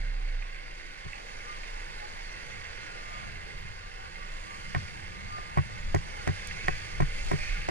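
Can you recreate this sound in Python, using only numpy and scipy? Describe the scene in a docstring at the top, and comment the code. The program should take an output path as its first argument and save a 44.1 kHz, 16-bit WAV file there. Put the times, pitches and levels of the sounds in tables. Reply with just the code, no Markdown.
"""Scooter on a wet street

Heard from a camera mounted on the scooter: tyres rumble, roar and spray, and wind buffets the microphone.
The engine shakes the frame as it pulls away, then whirs, clatters and whines faintly. Dips rock the frame
and loose panels rattle. After one soft bump comes a row of them, each knocking the mount, which clacks,
rebounds and thuds. Grit ticks on the bodywork, and puddles swish by near the end."""
import sys
import numpy as np
from scipy import signal
from scipy.fft import rfft, irfft
from scipy.io import wavfile
from scipy.ndimage import uniform_filter1d

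SR = 44100
rng = np.random.default_rng(int(sys.argv[2]) if len(sys.argv) > 2 else 0)


def wrap_up_sound(samples):
    """Save the sound to the file named by the first command line argument, as 16-bit audio."""
    columns = np.atleast_2d(samples).T
    # keep every value between -1 and 1, then stretch to whole-number steps
    tamed = np.clip(columns, -1, 1)
    steps = np.round(tamed * 32767).astype(np.int16)
    wavfile.write(sys.argv[1], SR, steps)


N = 339570
TIME = np.arange(N) / SR


def gain_of(db):
    """Decibels to amplitude."""
    return 10 ** (np.asarray(db) / 20)


def unit_rms(x):
    """Scales to an rms of one."""
    return x / np.sqrt(np.mean(x ** 2) + 1e-20)


def at_hz(rows, hz, column=1):
    """One column of a spectrum table, read on a log-frequency axis."""
    table = np.transpose(rows)
    return np.interp(np.log(hz + 1), np.log(table[0] + 1), table[column])


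def automation(rows, column=1):
    """One column of a time table, at every sample."""
    table = np.transpose(rows)
    return np.interp(TIME, table[0], table[column])


def swells(rows):
    """Gain envelope of events that rise and fall smoothly."""
    return sum(gain_of(db) * np.cos(np.pi * np.clip((TIME - middle) / length, -.5, .5)) ** 2
               for middle, length, db in rows)


def wander(rate_hz):
    """Smooth random modulation with an rms of one."""
    hz = np.fft.rfftfreq(N, 1 / SR)
    return unit_rms(irfft(rfft(rng.standard_normal(N)) * np.exp(-(hz / rate_hz) ** 2), N))


def pan(left_db):
    """Stereo gains that put the left side left_db above the right."""
    return gain_of([[left_db / 2], [-left_db / 2]])


def add(mix, start_s, sound):
    """Mixes a stereo sound in at start_s."""
    part = mix[:, max(round(start_s * SR), 0):][:, :sound.shape[1]]
    part += sound[:, :part.shape[1]]


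def filtered(x, hz, kind):
    """Second-order low-pass or high-pass."""
    return signal.sosfilt(signal.butter(2, hz, kind, fs=SR, output="sos"), x)


def low_noise(spectrum):
    """Deep coloured noise: the real part is the pressure, the magnitude its envelope."""
    hz = np.fft.rfftfreq(N, 1 / SR)
    coloured = irfft(rfft(rng.standard_normal(N)) * gain_of(at_hz(spectrum, hz)), N)
    return signal.hilbert(unit_rms(coloured))


# stereo image of the two microphone ports:
# (frequency [Hz], coherence [0-1], left phase lead [rad], left over right [dB])
MIC_PORTS = [(60, 0.78, 0.0, -1.3), (170, 0.45, 2.1, 2.1), (270, 0.58, 3.0, -1.4), (460, 0.72, -0.1, -5.1),
             (740, 0.96, -2.8, -2.0), (1000, 0.96, -3.6, -1.5), (1550, 0.81, -4.9, -2.3),
             (2150, 0.89, -5.1, -4.5), (3200, 0.59, -4.5, -1.5), (4900, 0.75, -3.5, -9.7),
             (6700, 0.44, -3.3, -11.0), (10000, 0.22, -6.3, -11.0)]
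def airborne(spectrum, patchy_db, panels=(), ripple_db=0):
    """Noise with drifting patches of colour and optional resonances, as the two ports pick it up."""
    size, hop = 2048, 512
    hz = np.fft.rfftfreq(size, 1 / SR)
    a, b, c, d, patches = rng.standard_normal((N // hop + 5, len(hz), 5)).transpose(2, 0, 1)
    left, unrelated = a + 1j * b, c + 1j * d
    coherence, lead, left_db = (at_hz(MIC_PORTS, hz, column) for column in (1, 2, 3))
    right = (coherence * left + np.sqrt(1 - coherence ** 2) * unrelated) * np.exp(-1j * lead)
    patches = unit_rms(uniform_filter1d(uniform_filter1d(patches, size=14, axis=0), size=7, axis=1))
    ripple = unit_rms(uniform_filter1d(rng.standard_normal(len(hz)), size=3))  # weak, narrow resonances
    ring_db = sum(db / (1 + (2 * (hz - centre) / width) ** 2) for centre, width, db in panels)
    colour_db = at_hz(spectrum, hz) + ripple_db * ripple + ring_db + patchy_db * patches
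    frames = np.array([left, right]) * pan(left_db) * gain_of(colour_db)
    return unit_rms(signal.istft(frames.swapaxes(1, 2), nperseg=size, noverlap=size - hop)[1][:, :N])


# how hard the drive works: (time [s], relative level [dB])
DRIVE_EFFORT = [(0.0, -53), (0.73, -54), (1.31, -52), (3.11, -50.5), (3.86, -54), (4.33, -52.5),
                (5.96, -52.5), (6.48, -48), (7.06, -50), (7.7, -46.5)]
def effort_db(cruise_db=-52.5):
    """Decibels by which the drive works harder than at an easy cruise."""
    return automation(DRIVE_EFFORT) - cruise_db


# body panels kept ringing by drive and road: (frequency [Hz], width [Hz], boost [dB])
BODY_PANELS = [(312, 35, 9), (496, 15, 1.5), (780, 22, -3), (1417, 78, 8), (1620, 43, 2.5), (1986, 75, 1.5),
               (2108, 50, 1), (2207, 200, 2.5), (2616, 97, 3.5), (3120, 36, 2)]
# tone of the whir: (frequency [Hz], level [dB])
WHIR_EQ = [(600, -35), (1100, -16), (1220, -1.5), (1300, -21), (1480, -1.5), (1750, -1), (2200, -2.1),
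           (2480, -5.5), (2740, -5.5), (2860, -8), (3700, -12), (5000, -14), (10000, -89)]
def drive_whir():
    """The drive whirs through the body panels, louder as it works harder."""
    whir = airborne(WHIR_EQ, patchy_db=1.75, panels=BODY_PANELS, ripple_db=0.46)
    return whir * gain_of(automation(DRIVE_EFFORT) + 5 + wander(160))


# tone of each tyre layer: (frequency [Hz], level [dB])
RUMBLE_EQ = [(30, -13), (60, 1), (90, 5), (120, -2.5), (145, -2.5), (190, -2.5), (250, -25.5), (400, -23),
             (1000, -77)]
ROAR_EQ = [(100, -13.5), (220, -3), (270, -11.5), (390, -9), (490, -4.5), (640, -7.5), (770, 2),
           (1100, -2.5), (1320, -16), (1800, -7.5), (4000, -52)]
SPRAY_EQ = [(1500, -3.5), (3000, 2), (3900, -4), (4500, 3), (5100, -3), (5700, -4), (6700, -6),
            (7500, -11.5), (8500, -10.5), (10200, -15.5), (11500, -26), (14000, -34), (16000, -54)]
# coarse asphalt rides the rumble, water rides the spray: (time [s], relative level [dB])
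ROAD_COARSENESS = [(0.0, -55), (0.64, -69.5), (2.34, -61.5), (2.59, -54.5), (2.92, -62.5), (3.34, -52),
                   (3.9, -59), (4.45, -56.5), (4.85, -51.5), (5.25, -52), (5.62, -50), (6.26, -51),
                   (7.7, -52)]
ROAD_WETNESS = [(0.0, -63), (0.62, -61.5), (1.48, -57), (3.13, -58), (3.32, -59), (3.92, -60.5), (4.8, -55),
                (5.04, -58.5), (5.77, -57.5), (6.41, -54), (7.1, -54), (7.33, -50), (7.7, -54.5)]
def tyres(cruise_roar_db=-50, max_roar_db=-48.5):
    """Tread rumbles on the asphalt, roars with the drive's effort and flings off a fizz of water."""
    rumble = airborne(RUMBLE_EQ, patchy_db=2)
    rumble *= gain_of(automation(ROAD_COARSENESS) + 6 + 1.5 * wander(10.5))
    roar = airborne(ROAR_EQ, patchy_db=2, panels=BODY_PANELS)
    roar *= gain_of(np.minimum(cruise_roar_db + effort_db(), max_roar_db))
    spray = airborne(SPRAY_EQ, patchy_db=2, ripple_db=1.8)
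    spray *= gain_of(automation(ROAD_WETNESS) + 6 + wander(180))
    return rumble + roar + spray


# tone of the wind on the camera: (frequency [Hz], level [dB])
WIND_EQ = [(4, -21), (10, -6.5), (18, -9), (26, -2.5), (33, -8.5), (42, -11), (55, -26.5), (100, -54),
           (300, -84)]
# gusts: (peak time [s], length [s], level [dB])
WIND_GUSTS = [(5.9, 0.36, -36.5), (6.72, 0.21, -37), (7.05, 0.38, -32), (7.26, 0.13, -28.5),
              (7.48, 0.72, -33.5)]
def wind(width=0.43, breeze_db=-45.5, lumps_db=1, lumps_hz=5.5):
    """A lumpy headwind and a few gusts buffet the camera, nearly alike in both ports."""
    centre, left, right = (low_noise(WIND_EQ).real for _ in range(3))
    buffet = unit_rms(centre + width * np.array([left, right]))
    strength = (gain_of(breeze_db) + swells(WIND_GUSTS)) * gain_of(lumps_db * wander(lumps_hz))
    return buffet * pan(-0.78) * strength


def frame_shudder(firing_phase, level_db=-31, grip_s=0.4, settle_db_per_s=113):
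    """The engine shakes the frame until the clutch grips."""
    envelope = gain_of(level_db - settle_db_per_s * np.maximum(TIME - grip_s, 0))
    return unit_rms(np.sin(firing_phase)) * envelope * pan(-3)


FIRING_HZ = 29.47
def mount_hum(firing_phase, harmonic=5, level_db=-57.5, fade_db_per_s=5):
    """One harmonic of the engine's firing hums in the mount and slowly fades."""
    phase = harmonic * firing_phase
    lead = at_hz(MIC_PORTS, harmonic * FIRING_HZ, column=2)
    return unit_rms(np.sin([phase, phase - lead])) * gain_of(level_db - fade_db_per_s * TIME)


# modes of the engine cover: (frequency [Hz], level [dB], 60 dB decay [s])
COVER_MODES = [(1940, -3, 0.049), (2099, 2.5, 0.052), (2706, -4, 0.045), (3016, -10.5, 0.044)]
def valve_clatter(firing_phase, taps_per_firing=3, uneven_db=4, attack_s=0.00033, cruise_db=-52):
    """The valve gear taps in step with the firing and rings the engine cover, louder with effort."""
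    tap_count = np.floor(taps_per_firing * firing_phase / (2 * np.pi))
    taps = np.diff(tap_count, prepend=0) * gain_of(uneven_db * rng.standard_normal(N))
    t = TIME[:SR // 10]
    hz, db, t60 = np.transpose(COVER_MODES)[..., None]
    phase = 2 * np.pi * hz * t
    envelope = gain_of(db) * (1 - np.exp(-(t / attack_s) ** 2)) * np.exp(-np.log(1000) * t / t60)
    cover = np.sum(envelope * np.sin([phase, phase - at_hz(MIC_PORTS, hz, column=2)]), axis=1)
    ringing = signal.oaconvolve(taps[None], cover, axes=1)[:, :N] * pan(-7.5)
    return unit_rms(ringing) * gain_of(cruise_db + 0.78 * effort_db())


# two faint drive whines gliding together about a fifth apart, plus a brief third whine near 3 s:
# (time [s], pitch [Hz], relative level [dB])
GEAR_TONE = [(.5, 751, -62), (1.5, 822, -64), (1.85, 830, -62), (2.1, 843, -52), (2.35, 860, -57.5),
             (2.95, 870, -73), (3.38, 820, -69), (3.75, 768, -62.5), (5.05, 793, -63.5), (5.7, 824, -59.5),
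             (6.35, 822, -60), (7.0, 807, -64), (7.7, 822, -57.5)]
BELT_TONE = [(.9, 1140, -82), (1.5, 1205, -56), (2.2, 1272, -84), (2.7, 1320, -76), (4.1, 1155, -65),
             (4.65, 1166, -61), (4.9, 1186, -67.5), (5.35, 1210, -55.5), (5.6, 1220, -65), (6.0, 1238, -65),
             (6.8, 1192, -69.5)]
CLUTCH_TONE = [(2.2, 1150, -90), (2.7, 1195, -69), (3.1, 1220, -52), (3.35, 1204, -66), (3.7, 1194, -90)]
def whine(rows, waver, trim_db, flutter_db=5, lead_rad=-2.63):
    """A thin drive tone that wavers, fades in and out, and reaches the two ports out of step."""
    hz = automation(rows) * (1 + waver * wander(31))
    phase = 2 * np.pi * np.cumsum(hz) / SR
    level_db = automation(rows, column=2) + trim_db + flutter_db * wander(8.1)
    return np.cos([phase, phase - lead_rad]) * gain_of(level_db)


# tone of the rocking frame: (frequency [Hz], level [dB])
SWAY_EQ = [(14, -32), (21, -8.5), (26, -0.5), (31, -9), (45, -21), (90, -79)]
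# sway from dips in the road: (peak time [s], length [s], level [dB])
ROAD_DIPS = [(.56, 0.34, -39.5), (.97, 0.74, -46), (1.53, 0.28, -43), (1.76, 0.62, -43.5),
             (2.24, 0.42, -42.5), (3.6, 0.17, -38.5), (3.85, .2, -42), (4.3, 0.7, -43.5), (4.72, .3, -44)]
def frame_sway(knee=0.34):
    """The frame rocks at each dip in the road; the dampers even out its swing."""
    swing = low_noise(SWAY_EQ)
    damped = swing.real / np.hypot(abs(swing), knee)
    return unit_rms(damped) * swells(ROAD_DIPS) * pan(-1.3)


# light bodywork rattles: (time [s], peak level [dB])
RATTLE_HITS = [(0.4225, -37), (0.545, -38), (1.131, -30.5), (1.634, -35)]
def rattles(centre_hz=2270, edge_ratio=1.165, snap_s=0.001, tail_db=-15, tail_s=0.055):
    """Loose bodywork snaps, then settles in a short dry buzz."""
    out = np.zeros((2, N))
    t = TIME[:SR // 12]
    panel = signal.butter(3, [centre_hz / edge_ratio, centre_hz * edge_ratio], "band", fs=SR, output="sos")
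    envelope = np.exp(-t / snap_s) + gain_of(tail_db) * np.exp(-t / tail_s)
    for start, db in RATTLE_HITS:
        buzz = signal.sosfilt(panel, rng.standard_normal(len(t)) * envelope)
        add(out, start, gain_of(db) * pan(-8) * buzz / abs(buzz).max())
    return out


# modes of the mount and plastic bodywork:
# (frequency [Hz], level [dB], 60 dB decay [s], left phase lead [rad])
MOUNT_MODES = [(94.2, -9.5, 0.16, 0.53), (143.4, 1.5, 0.09, 1.96), (195, -20, 0.04, 2.9),
               (257, -4.5, 0.054, 2.69), (337.5, -3, 0.052, 2.4), (411, -6, 0.054, 5.1),
               (540, -14, 0.048, 4.66), (620, -8, 0.056, 3.64), (660, -1, 0.028, 3.62),
               (742, 1.5, 0.05, 3.79), (950, -20, 0.075, 4.2), (995, 1, 0.045, 3.4), (1091, 2, 0.042, 2.58),
               (1414, -6, 0.052, 2.7), (1517, -5, 0.061, 2.06), (1624, -2, 0.029, 1),
               (1856, 0, 0.028, 0.49), (1940, -4, 0.037, 0.83), (2180, -4.5, 0.028, 1.36),
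               (2320, -9.5, 0.022, 1.15), (2840, -13, 0.012, 0.35), (4450, -16, 0.011, 1.7)]
def mount_hit(cutoff_hz, kind, left_db, detune_spread=0.012, level_spread_db=3.8):
    """A soft contact ("low") rings the low modes, a hard one ("high") the high; no two land alike."""
    t = TIME[:SR // 6]
    hz, db, t60, lead = np.transpose(MOUNT_MODES)[..., None]
    detune, strength = rng.standard_normal((2, len(MOUNT_MODES), 1))
    phase = 2 * np.pi * hz * (1 + detune_spread * detune) * t
    attack = 1 - np.exp(-3 * hz * t)  # each mode needs part of a cycle to get going
    envelope = gain_of(db + level_spread_db * strength) * attack * np.exp(-np.log(1000) * t / t60)
    ring = np.sum(envelope * np.sin([phase, phase - lead]), axis=1) * pan(left_db)
    hit = filtered(ring, cutoff_hz, kind)
    return hit / abs(hit).max()


def clack(cutoff_hz=1400, damping_s=0.0077):
    """A hard contact that stays pressed and so chokes its own ring."""
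    hit = filtered(mount_hit(cutoff_hz, "high", left_db=-6), cutoff_hz, "high")
    return hit * np.exp(-TIME[:hit.shape[1]] / damping_s)


def snap(decay_s, low_hz, high_hz):
    """A tiny bright burst of noise, leaning right."""
    t = TIME[:SR // 50]
    burst = filtered(rng.standard_normal((2, len(t))) * np.exp(-t / decay_s), low_hz, "high")
    burst = filtered(filtered(burst, high_hz, "low"), high_hz, "low")
    return burst / abs(burst).max() * pan(-2.9)


# bumps in the road, levels relative within each column:
# (time [s], blow level [dB], blow cutoff [Hz], clack level [dB], clack delay [s], snap level [dB],
#  rebound level [dB], rebound delay [s], thud level [dB], thud cutoff [Hz], thud delay [s])
ROAD_BUMPS = [(1.051, -38, 220, -56, .002, -60, -48, .011, -33.5, 230, 0.0085),
              (4.7477, -19, 1500, -20, 0.00159, -40, -25, 0.013, -19, 100, 0.0164),
              (5.383, -32, 900, -33, .002, -47, -40, .0058, -50, 210, .01),
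              (5.5725, -13.5, 1000, -25.5, 0.0034, -34.5, -18, .012, -15, 130, 0.017),
              (5.945, -11, 660, -24.5, .0026, -27, -20.5, .016, -21.5, 200, 0.018),
              (6.2738, -15.5, 603, -22, .0022, -26.5, -22, .014, -17.5, 170, .018),
              (6.6822, -16, 800, -13, .0006, -27, -27, .0059, -29.5, 150, 0.0063),
              (7.002, -12.5, 696, -24.5, 0.0042, -32, -21, .020, -16, 280, .019),
              (7.314, -15, 680, -29, .003, -30, -25, .018, -16.5, 220, 0.021),
              (7.687, -17, 800, -23, .0018, -31, -24, .017, -26, 210, .021)]
def bumps(rebound_hz=450):
    """Each bump: a dull blow, a clack and snap as the slack runs out, a rebound, a thud coming down."""
    out = np.zeros((2, N))
    for (start, blow_db, blow_hz, clack_db, clack_delay, snap_db,
         rebound_db, rebound_delay, thud_db, thud_hz, thud_delay) in ROAD_BUMPS:
        add(out, start, gain_of(blow_db + 2.5) * mount_hit(blow_hz, "low", left_db=-0.13))
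        add(out, start + clack_delay, gain_of(clack_db + 6) * clack())
        add(out, start + clack_delay, gain_of(snap_db) * snap(decay_s=0.0015, low_hz=5240, high_hz=8350))
        add(out, start + rebound_delay, gain_of(rebound_db) * mount_hit(rebound_hz, "high", left_db=-3.5))
        # the drop pushes the mount the opposite way to the blow
        add(out, start + thud_delay, -gain_of(thud_db) * mount_hit(thud_hz, "low", left_db=0.4))
    return out


# flicks of grit and water: (time [s], relative level [dB])
GRIT_HITS = [(3.688, -48), (6.4734, -30.5), (7.295, -52)]
def grit():
    """Grit and drops tick against the scooter."""
    out = np.zeros((2, N))
    for start, db in GRIT_HITS:
        add(out, start, gain_of(db + 5.5) * snap(decay_s=0.00041, low_hz=6600, high_hz=9700))
    return out


# tone of the swish: (frequency [Hz], level [dB])
SWISH_EQ = [(1000, -46), (1700, 3), (2200, 17), (2700, 9), (3200, -32), (6000, -2.5), (12000, -52)]
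# passes through puddles: (peak time [s], length [s], level [dB])
PUDDLE_PASSES = [(6.72, 0.69, -45.5), (7.2, 0.085, -43), (7.47, 0.46, -40.5)]
def puddles():
    """The tyres swish through standing water."""
    return airborne(SWISH_EQ, patchy_db=4) * swells(PUDDLE_PASSES) * gain_of(0.52 * wander(60))


def scene():
    """The full mix at the camera; one wavering firing rate drives shudder, hum and clatter."""
    bed = drive_whir() + tyres() + wind()
    firing_phase = 2 * np.pi * np.cumsum(FIRING_HZ * (1 + 0.027 * wander(7.6))) / SR
    engine = frame_shudder(firing_phase) + mount_hum(firing_phase) + valve_clatter(firing_phase)
    whines = (whine(GEAR_TONE, waver=0.0039, trim_db=1.2)
              + whine(BELT_TONE, waver=0.0046, trim_db=8.4)
              + whine(CLUTCH_TONE, waver=0.0036, trim_db=5))
    return bed + engine + whines + frame_sway() + rattles() + bumps() + grit() + puddles()


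def record(dry, cutoff_hz=15100):
    """A steep low-pass takes off the very top."""
    lowpass = signal.firwin(511, cutoff_hz, window=("kaiser", 9), fs=SR)
    return signal.oaconvolve(dry, lowpass[None], "same")


dry = scene()
out = record(dry)
wrap_up_sound(out)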